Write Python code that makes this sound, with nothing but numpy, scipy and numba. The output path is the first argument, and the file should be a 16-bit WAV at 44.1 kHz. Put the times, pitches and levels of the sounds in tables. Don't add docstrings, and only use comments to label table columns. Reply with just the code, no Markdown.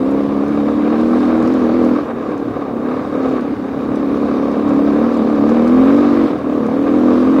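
import sys
import numpy as np
from scipy import signal
from scipy.io import wavfile
from scipy.ndimage import uniform_filter1d
from numba import njit

SR = 44100
rng = np.random.default_rng(int(sys.argv[2]) if len(sys.argv) > 2 else 0)


def rack_gain(trim_db):
    fader = np.asarray(trim_db, float)
    return 10 ** (fader / 20)


def waveform_to_disk(signal):
    frames = np.transpose(np.atleast_2d(signal))
    scaled = np.clip(frames, -1, 1) * 32767
    samples = np.round(scaled).astype(np.int16)
    wavfile.write(sys.argv[1], SR, samples)


N = 326340

# t/s, peak level/dB, centre f/Hz, ring time/s
TICKS = [(0.1083, -42.5, 5530, 0.044), (0.3702, -40, 5080, 0.018), (0.4806, -38, 4943, 0.025),
         (0.533, -40.5, 5090, 0.019), (1.0102, -40, 5120, 0.034), (1.084, -43, 4900, 0.038),
         (1.204, -35, 4273, 0.011), (1.4255, -37, 5420, 0.022), (1.4738, -38, 4620, 0.057),
         (1.538, -36, 4868, 0.026), (1.847, -36, 4648, 0.036), (2.377, -42, 5360, 0.031),
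         (2.476, -48, 4330, 0.029), (3.1933, -57, 5000, 0.039), (3.2888, -43, 5193, 0.025),
         (3.4074, -40.5, 4645, 0.034), (3.916, -48, 5477, 0.016), (3.955, -38, 4548, 0.048),
         (4.171, -41, 4533, 0.035), (4.218, -49, 4930, 0.037), (4.5146, -40, 4723, 0.033),
         (4.6903, -37, 4607, 0.032), (5.0192, -48, 5154, 0.045), (5.14, -39, 5170, 0.045),
         (5.169, -37, 4736, 0.046), (5.491, -34.5, 4516, 0.049), (5.6769, -32.5, 4926, 0.023),
         (6.24, -41, 4890, 0.039), (6.6655, -31, 5310, 0.012)]
# t/s, peak level/dB, f/Hz, ring time/s
THUDS = [(0.324, -31, 149, 0.045), (0.535, -26.5, 132, 0.065), (1.44, -29, 140, 0.076),
         (2.302, -39, 139.6, 0.058), (2.576, -38, 143, 0.15), (2.699, -28, 129.2, 0.081),
         (3.006, -32, 124.6, 0.073), (3.568, -31, 122, 0.091), (3.758, -36, 145.8, 0.13),
         (3.912, -24, 131.1, 0.098), (4.11, -35, 86.8, 0.092), (4.298, -35, 142.2, 0.1),
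         (4.654, -30, 112, 0.12), (5.507, -41, 118.6, 0.12), (6.415, -27, 147.2, 0.11),
         (6.599, -24.5, 147, 0.13), (6.694, -27, 138.1, 0.11), (6.899, -35, 146, 0.11)]
FULL_LOAD_DB, CRUISE_HZ = -12, 38
SNAP_LAG = -.03


@njit
def svf(x, hz, width):
    y, band, low = np.empty(len(x)), 0., 0.
    g, k = np.tan(np.pi * hz / SR), width / hz
    for i in range(len(x)):
        v = (band + g * (x[i] - low)) / (1 + g * (g + k))
        band, low, y[i] = 2 * v - band, low + 2 * g * v, k * v
    return y


def steep(x, hz, width):
    return svf(svf(x, 1. * hz, 1. * width), 1. * hz, 1. * width)


def unit(x):
    return x / np.sqrt(np.mean(x ** 2))


def ring(x, modes):
    return sum(sign * rack_gain(db) * steep(x, hz, 1.5 * width) for hz, width, db, sign in modes)


def walk(rate):
    k = int(SR / rate)
    held = np.repeat(rng.standard_normal(N // k + 1), k)
    return 1.27 * uniform_filter1d(uniform_filter1d(held, k), k)[:N]


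def coloured(points, flicker_db, rate):
    hz, db = np.transpose(points)
    bands = hz[0] * 2 ** np.arange(0, np.log2(hz[-1] / hz[0]), 1 / 4)
    gains = rack_gain(np.interp(np.log(bands), np.log(hz), db))
    total = np.zeros(N)
    for f, gain in zip(bands, gains):
        total += gain * rack_gain(flicker_db * walk(rate)) * steep(rng.standard_normal(N), f, f / 3)
    return unit(total)


def follows(hz, load_db, base_db, per_load_db, db_per_hz):
    return base_db + per_load_db * (load_db - FULL_LOAD_DB) + db_per_hz * (hz - CRUISE_HZ)


def stirred(t, table, width_s):
    return np.max([np.exp(-((t - row[0]) / width_s) ** 2) for row in table], axis=0)


def knocks(table, sharp, tonal, noisy, gain_db):
    out = np.zeros(N + SR)
    t = np.arange(SR // 4) / SR
    for s, peak_db, hz, t60 in table:
        noise = unit(steep(rng.standard_normal(len(t)), hz, 1.1 * hz))
        body = tonal * np.sin(2 * np.pi * hz * t) + noisy * noise
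        shape = np.minimum(t * hz / sharp, 1) * 1000. ** (-t / max(t60, .005))
        out[int(s * SR):][:len(t)] += rack_gain(peak_db + gain_db) * shape * body
    return out[:N]


def hunting(load_db):
    return rack_gain(-.5 * (load_db - FULL_LOAD_DB))


def rider(t):
    # t/s, firing rate f/Hz
    speed = [(0.0, 32.52), (0.06, 33.1), (0.14, 34.6), (0.4, 34.6), (0.52, 36.32), (0.68, 36.2),
             (0.73, 37.27), (0.83, 36.42), (1.21, 41.91), (1.36, 39.55), (1.45, 40.13), (1.54, 44.3),
             (1.62, 40.9), (1.71, 39.58), (1.79, 42.17), (1.88, 40), (1.96, 42.22), (2.08, 39.53),
             (2.19, 38.93), (2.4, 35.85), (2.61, 35.52), (2.77, 33.38), (3.03, 38.43), (3.08, 37.6),
             (3.18, 38.63), (3.54, 33.7), (3.77, 33.6), (3.92, 36.27), (4.08, 34.08), (4.13, 35.34),
             (4.18, 35.14), (4.25, 36.35), (4.39, 34.64), (4.48, 34.76), (4.58, 36.5), (4.69, 36.04),
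             (4.73, 35.17), (4.81, 35.0), (4.92, 35.5), (5.05, 38.97), (5.17, 39.23), (5.22, 37.37),
             (5.28, 38.04), (5.41, 35.07), (5.52, 38.8), (5.65, 39.48), (6.0, 48.87), (6.18, 48.05),
             (6.25, 45.34), (6.33, 37.73), (6.4, 35.08), (6.55, 37.68), (6.67, 36.25), (6.83, 40.96),
             (6.9, 40.4), (6.97, 42.6), (7.03, 41.08), (7.22, 41.9), (7.3, 44.8), (7.4, 44.34)]
    # t/s, load level/dB, lean of the boom toward its lower multiple/dB
    throttle = [(0, -15, -9), (.3, -16.5, -4.5), (.62, -16, -4.5), (.82, -14, -5), (1, -13.5, 3),
                (1.2, -12.5, 6), (1.38, -12.5, -2), (1.559, -12.5, 9.5), (1.69, -13.5, 1.5), (1.86, -11, 3),
                (1.96, -13, 7), (2.01, -19, -11), (2.05, -27, -7), (2.09, -30, 7), (2.17, -27.5, 13),
                (2.26, -23.5, -13.5), (2.44, -24, -11), (2.509, -24, -17), (2.72, -25, -5),
                (2.93, -19, -6.5), (3.11, -22, -9.5), (3.181, -18.5, -8.5), (3.269, -16, 7),
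                (3.37, -19, -15), (3.65, -24, -5), (3.79, -19.5, -13), (3.86, -22.5, -8), (3.93, -17.5, -2),
                (4.08, -16, -14), (4.14, -17, -7), (4.2, -16.5, -6), (4.319, -17, -2), (4.38, -16, -10.5),
                (4.58, -18, 2.5), (4.66, -13.5, -6.5), (4.76, -12, -7.5), (4.99, -12.5, -3),
                (5.05, -12, 10), (5.109, -14.5, 6), (5.16, -13.5, 1.5), (5.26, -13.5, 5), (5.41, -12.5, -8),
                (5.53, -11.5, 5.5), (5.66, -11, 6.5), (5.82, -8, 12.5), (5.95, -10, 13), (6.1, -12.5, 18.5),
                (6.255, -10, 15.5), (6.275, -20.5, 4), (6.33, -17, -11), (6.411, -24, -4),
                (6.47, -16.5, -11), (6.671, -18.5, 7.5), (6.83, -14.5, -7), (6.95, -12, 5), (7.1, -10.5, 5),
                (7.24, -11.5, 9), (7.3, -10.5, 14), (7.4, -9.5, 12)]
    # t/s, gulp strength against the pop [-1 to 1], snap level of the pop/dB
    breath = [(0, 0.71, -0.5), (.4, 0.99, -0.5), (.62, 0.98, -8), (.72, 0.22, 3), (.84, 0.46, -6),
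              (1.03, 1, 0), (1.15, 0.62, 0), (1.24, -0.31, -4.5), (1.37, 1, 2), (1.55, 0.17, 2),
              (1.69, 0.79, 0), (1.8, 0.21, 2), (1.96, -0.073, 3), (2.13, -0.15, -1), (2.5, 0.11, -0.5),
              (2.93, -0.26, 3.5), (3.1, 0.0023, -3.5), (3.25, -0.65, 1), (3.6, 0.46, -9),
              (3.93, -0.016, -0.5), (4.08, 0.52, -2), (4.15, 0.068, 1.5), (4.4, 0.054, 1.5),
              (4.58, 0.027, 2), (4.66, 0.38, -2), (4.76, 0.45, -1), (4.99, 0.69, 1), (5.05, -0.031, 3),
              (5.27, -0.0052, 3.5), (5.34, 0.57, 0), (5.45, 0.43, 3.5), (5.6, 0.84, 2), (5.73, 0.9, -1),
              (5.85, 0.89, -0.5), (5.98, 0.28, -0.5), (6.2, -0.23, 1.5), (6.31, -0.18, 1.5),
              (6.5, -0.22, 1), (6.68, -0.086, 3.5), (6.83, -0.33, -0.5), (7.05, 0.029, -0.5),
              (7.24, 0.36, 2), (7.32, -0.063, -4), (7.4, -0.2, 6)]
    hand_s, load_db, lean_db = np.transpose(throttle)
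    load_db, lean_db = np.interp(t, hand_s, load_db), np.interp(t, hand_s, lean_db)
    breath_s, gulp, snap_db = np.transpose(breath)
    gulp_leak = 0.12
    gulp = np.clip(np.interp(t, breath_s, gulp) - gulp_leak, -.9, .99)
    hz = np.interp(t, *np.transpose(speed)) + .05 * walk(11) * hunting(load_db)
    controls = hz, load_db, lean_db, np.interp(t, breath_s, snap_db), gulp
    return [uniform_filter1d(c, size=500) for c in controls]


def boom_multiples(load_db, lean_db, gulp):
    k = np.array([[6], [7], [8]])
    uneven_db = .9 * hunting(load_db) * np.array([walk(16) for _ in k])
    share = (1 + gulp * (-1) ** k) * rack_gain(lean_db * (7 - k) / 2) * rack_gain(uneven_db)
    return load_db + 10 * np.log10(share ** 2 / np.sum(share ** 2, axis=0))


def crank(hz, slack):
    turns = np.cumsum(hz) / SR
    chance = rng.standard_normal((N // 400, 2))[turns.astype(int)].T
    size = uniform_filter1d(rack_gain(.8 * slack * chance[0]), size=300)
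    turns = turns + uniform_filter1d(.007 * slack * chance[1], size=600)
    return turns + .011 * walk(18), size


def exhaust(hz, turns, slack, boom_db, boom, bark_db):
    # f/Hz, level/dB of the multiples outside the boom
    pipe = [(40, -42), (80, -26.5), (120, -28.5), (165, -28), (205, -13.5), (260, 1), (320, -5.5),
            (360, -16), (430, -13), (500, -11), (600, -16.5), (800, -28.5), (950, -27.5), (1150, -24.5),
            (1450, -36.5)]
    # multiple of the cycle rate, level/dB
    trim = [(2, -1), (3, -8.5), (4, -1.5), (5, 0), (9, -4.5), (10, 1.5), (11, 4.5), (12, -3), (13, 3.5),
            (14, -3)]
    # t/s, lead of the seventh multiple/turns
    sway = [(0, .25), (.6, .27), (.72, .72), (.98, .72), (1.1, 1.19), (1.4, 1.19), (1.55, 1.12),
            (1.98, 1.1), (2.1, .95), (3.95, .97), (4.08, 1.27), (4.58, 1.27), (4.68, 1.75), (4.98, 1.7),
            (5.08, 2.12), (5.2, 2.12), (5.28, 1.7), (5.58, 1.68), (5.7, 2.03), (6.2, 1.95), (6.5, 2.05),
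            (6.95, 2.09), (7.1, 2.16), (7.4, 2.16)]
    pipe_hz, pipe_db = np.transpose(pipe)
    warble = np.interp(np.arange(N) / SR, *np.transpose(sway))
    strongest = dict(zip((6, 7, 8), boom_db))
    ninth_db = -0.13 * (boom_db[0] - boom_db[2])
    total = 0
    for k in range(1, 35):
        if k in strongest:
            level = rack_gain(strongest[k])
        else:
            shape_db = np.interp(np.log(k * hz), np.log(pipe_hz), pipe_db) + dict(trim).get(k, 0)
            shape_db = shape_db + (k == 9) * ninth_db
            level = (boom if k < 10 else rack_gain(bark_db)) * rack_gain(shape_db + .07 * k * walk(12))
        wander = .001 * k * walk(25) + (.25 if k < 10 else .15) / k * walk(4)
        if k < 10:
            lead = {5: .3, 7: warble, 9: .38 / slack}.get(k, .1 * k ** 2 * (k < 5))
        else:
            lead = -SNAP_LAG * k - .02 * min(k - 12, 5) ** 2 + .13 * (k % 2) * (k < 22)
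        phase = k * (2 * np.pi * turns + wander) + 2 * np.pi * lead
        total = total + np.sqrt(2) * level * np.cos(phase)
    return total


def strokes(turns):
    pop = 0.79 * np.exp(-((turns - SNAP_LAG + .12) % 1) / 0.33)
    gulp = .5 * np.exp(-((turns - SNAP_LAG - .5) % 1) / 0.13)
    return 0.5 + pop + gulp


def gas_churn(gate, slack, boom):
    # f/Hz, width/Hz, level/dB, sign
    gas = [(226, 71, -6, 0.73), (293.4, 15, -5, -2.2), (486, 140, -9, 0.93)]
    return rack_gain(-16) * slack ** .8 * boom * unit(ring(np.sqrt(gate) * rng.standard_normal(N), gas))


def casing_rattle(gate, level_db):
    # f/Hz, width/Hz, level/dB, sign
    casing = [(1115, 170, 0, 0.95), (1224, 310, -5, -0.61), (764, 95, 0, -0.47), (454.6, 160, 4, 1),
              (1024, 100, -4.5, -0.84), (899, 140, -8, 0.99), (1456, 240, -10.5, 1),
              (1624, 220, -21.5, -1.1), (2247, 292, -18.5, 0.93), (3736, 220, -25.5, -0.7)]
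    grains = rack_gain(2 * walk(60)) * rng.standard_normal(N)
    return rack_gain(level_db + 4.0) * unit(ring(gate * grains, casing))


def engine(hz, boom_db, bark_db, rattle_db):
    boom = np.sqrt(np.sum(rack_gain(2 * boom_db), axis=0))
    slack = np.clip(rack_gain(FULL_LOAD_DB - 2) / boom, 1, 3)
    turns, size = crank(hz, slack)
    gate = strokes(turns)
    pops = size * exhaust(hz, turns, slack, boom_db, boom, bark_db)
    return pops + gas_churn(gate, slack, boom) + casing_rattle(gate, rattle_db), gate


def gas_hiss(t, hz, load_db, jolt_db, gate):
    # f/Hz, level/dB per Hz
    spectrum = [(880, -30.5), (1500, -1.5), (1770, -5.5), (1960, -8), (2280, -12), (3120, -16),
                (3750, -14.5), (8080, -33), (11000, -39.5), (14300, -61), (22000, -120)]
    late_db = np.interp(t - 0.058, t, load_db)
    level_db = follows(hz, late_db, -47, per_load_db=0.51, db_per_hz=0.2) + jolt_db + 7.0
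    hiss = unit(gate ** 0.5 * coloured(spectrum, flicker_db=1.7, rate=8))
    return rack_gain(level_db + 0.57 * walk(18)) * hiss


def wind_roar():
    # f/Hz, level/dB per Hz
    spectrum = [(15, -46), (25, -24.5), (129, -13.5), (248, 1), (381, -2), (519, -7), (585, -13.5),
                (945, -16), (1180, -20.5), (1500, -21), (1950, -53), (3300, -120)]
    return rack_gain(-27.5) * coloured(spectrum, flicker_db=1.6, rate=8.9)


def trail_rumble(t, hz, load_db):
    noise = rng.standard_normal(N) * rack_gain(1.8 * walk(14))
    shake_db = 5 * stirred(t, THUDS, width_s=0.057)
    level_db = follows(hz, load_db, -35.5, per_load_db=0.19, db_per_hz=0.082) + shake_db - 1.5
    return rack_gain(level_db) * unit(svf(svf(noise, 140.0, 98.0), 87.0, 130.))


def grit_ticks():
    return knocks(TICKS, sharp=6, tonal=0, noisy=1, gain_db=-4)


def bump_thuds():
    return knocks(THUDS, sharp=0.69, tonal=1, noisy=0.54, gain_db=3.0)


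def gear_whine(t):
    start, end = 4.3, 4.58
    swell = np.clip(np.minimum(t - start, end - t) / .04, 0, 1) * rack_gain(-54.5 + 1.8 * walk(15))
    hz = np.interp(t, [start, end], [3650, 3735]) + 8 * walk(25)
    return swell * np.sin(2 * np.pi * np.cumsum(hz) / SR)


def scene():
    t = np.arange(N) / SR
    hz, load_db, lean_db, snap_db, gulp = rider(t)
    jolt_db = 0 * stirred(t, TICKS, width_s=.07)
    boom_db = boom_multiples(load_db, lean_db, gulp)
    bark_db = follows(hz, load_db, -18.5, per_load_db=0.76, db_per_hz=-0.19) + snap_db + 1.0 * walk(11)
    rattle_db = follows(hz, load_db, -27, per_load_db=0.33, db_per_hz=0.28)
    rattle_db = rattle_db + 0.46 * jolt_db + 1.0 * walk(9.9)
    bike, gate = engine(hz, boom_db, bark_db, rattle_db)
    air = gas_hiss(t, hz, load_db, jolt_db, gate) + wind_roar()
    trail = trail_rumble(t, hz, load_db) + grit_ticks() + bump_thuds()
    fade_in = np.minimum(t / .004, 1)
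    return (fade_in * (bike + air + trail + gear_whine(t)))[None]


def coarse_treble(x, coarse):
    hz, _, z = signal.stft(x, SR, "cosine", 2048, boundary="odd", padded=False)
    size = np.abs(z) + 1e-12
    bands = rng.standard_normal((len(hz) // 16 + 1, z.shape[-1]))
    bands = np.repeat(bands, 16, axis=0)[:len(hz)]
    bands = uniform_filter1d(bands, size=2, axis=1)
    tilt = np.clip(hz[:, None] / 7000, .05, 1)
    step = coarse * tilt * rack_gain(4.2 * bands) * uniform_filter1d(size, size=32, axis=-2)
    rounded = z * np.round(size / step) * step / size
    out = signal.istft(rounded, SR, "cosine", 2048)[1]
    return np.concatenate([out, x[:, out.shape[1]:]], axis=1)


def low_pass(x):
    return signal.sosfilt(signal.butter(12, 16830, fs=SR, output="sos"), x)


def record(dry):
    drive = uniform_filter1d(np.abs(dry), size=4000)
    hissy = dry + rack_gain(-66.5) * (1 + 7 * drive) * rng.standard_normal(dry.shape)
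    soft = np.tanh(.8 * hissy) / .8
    top_cut = signal.ellip(10, .2, 80, 15700, fs=SR, output="sos")
    mix = signal.sosfilt(top_cut, coarse_treble(soft, coarse=2.3))
    return low_pass(mix)


dry = scene()
out = record(dry)
waveform_to_disk(out)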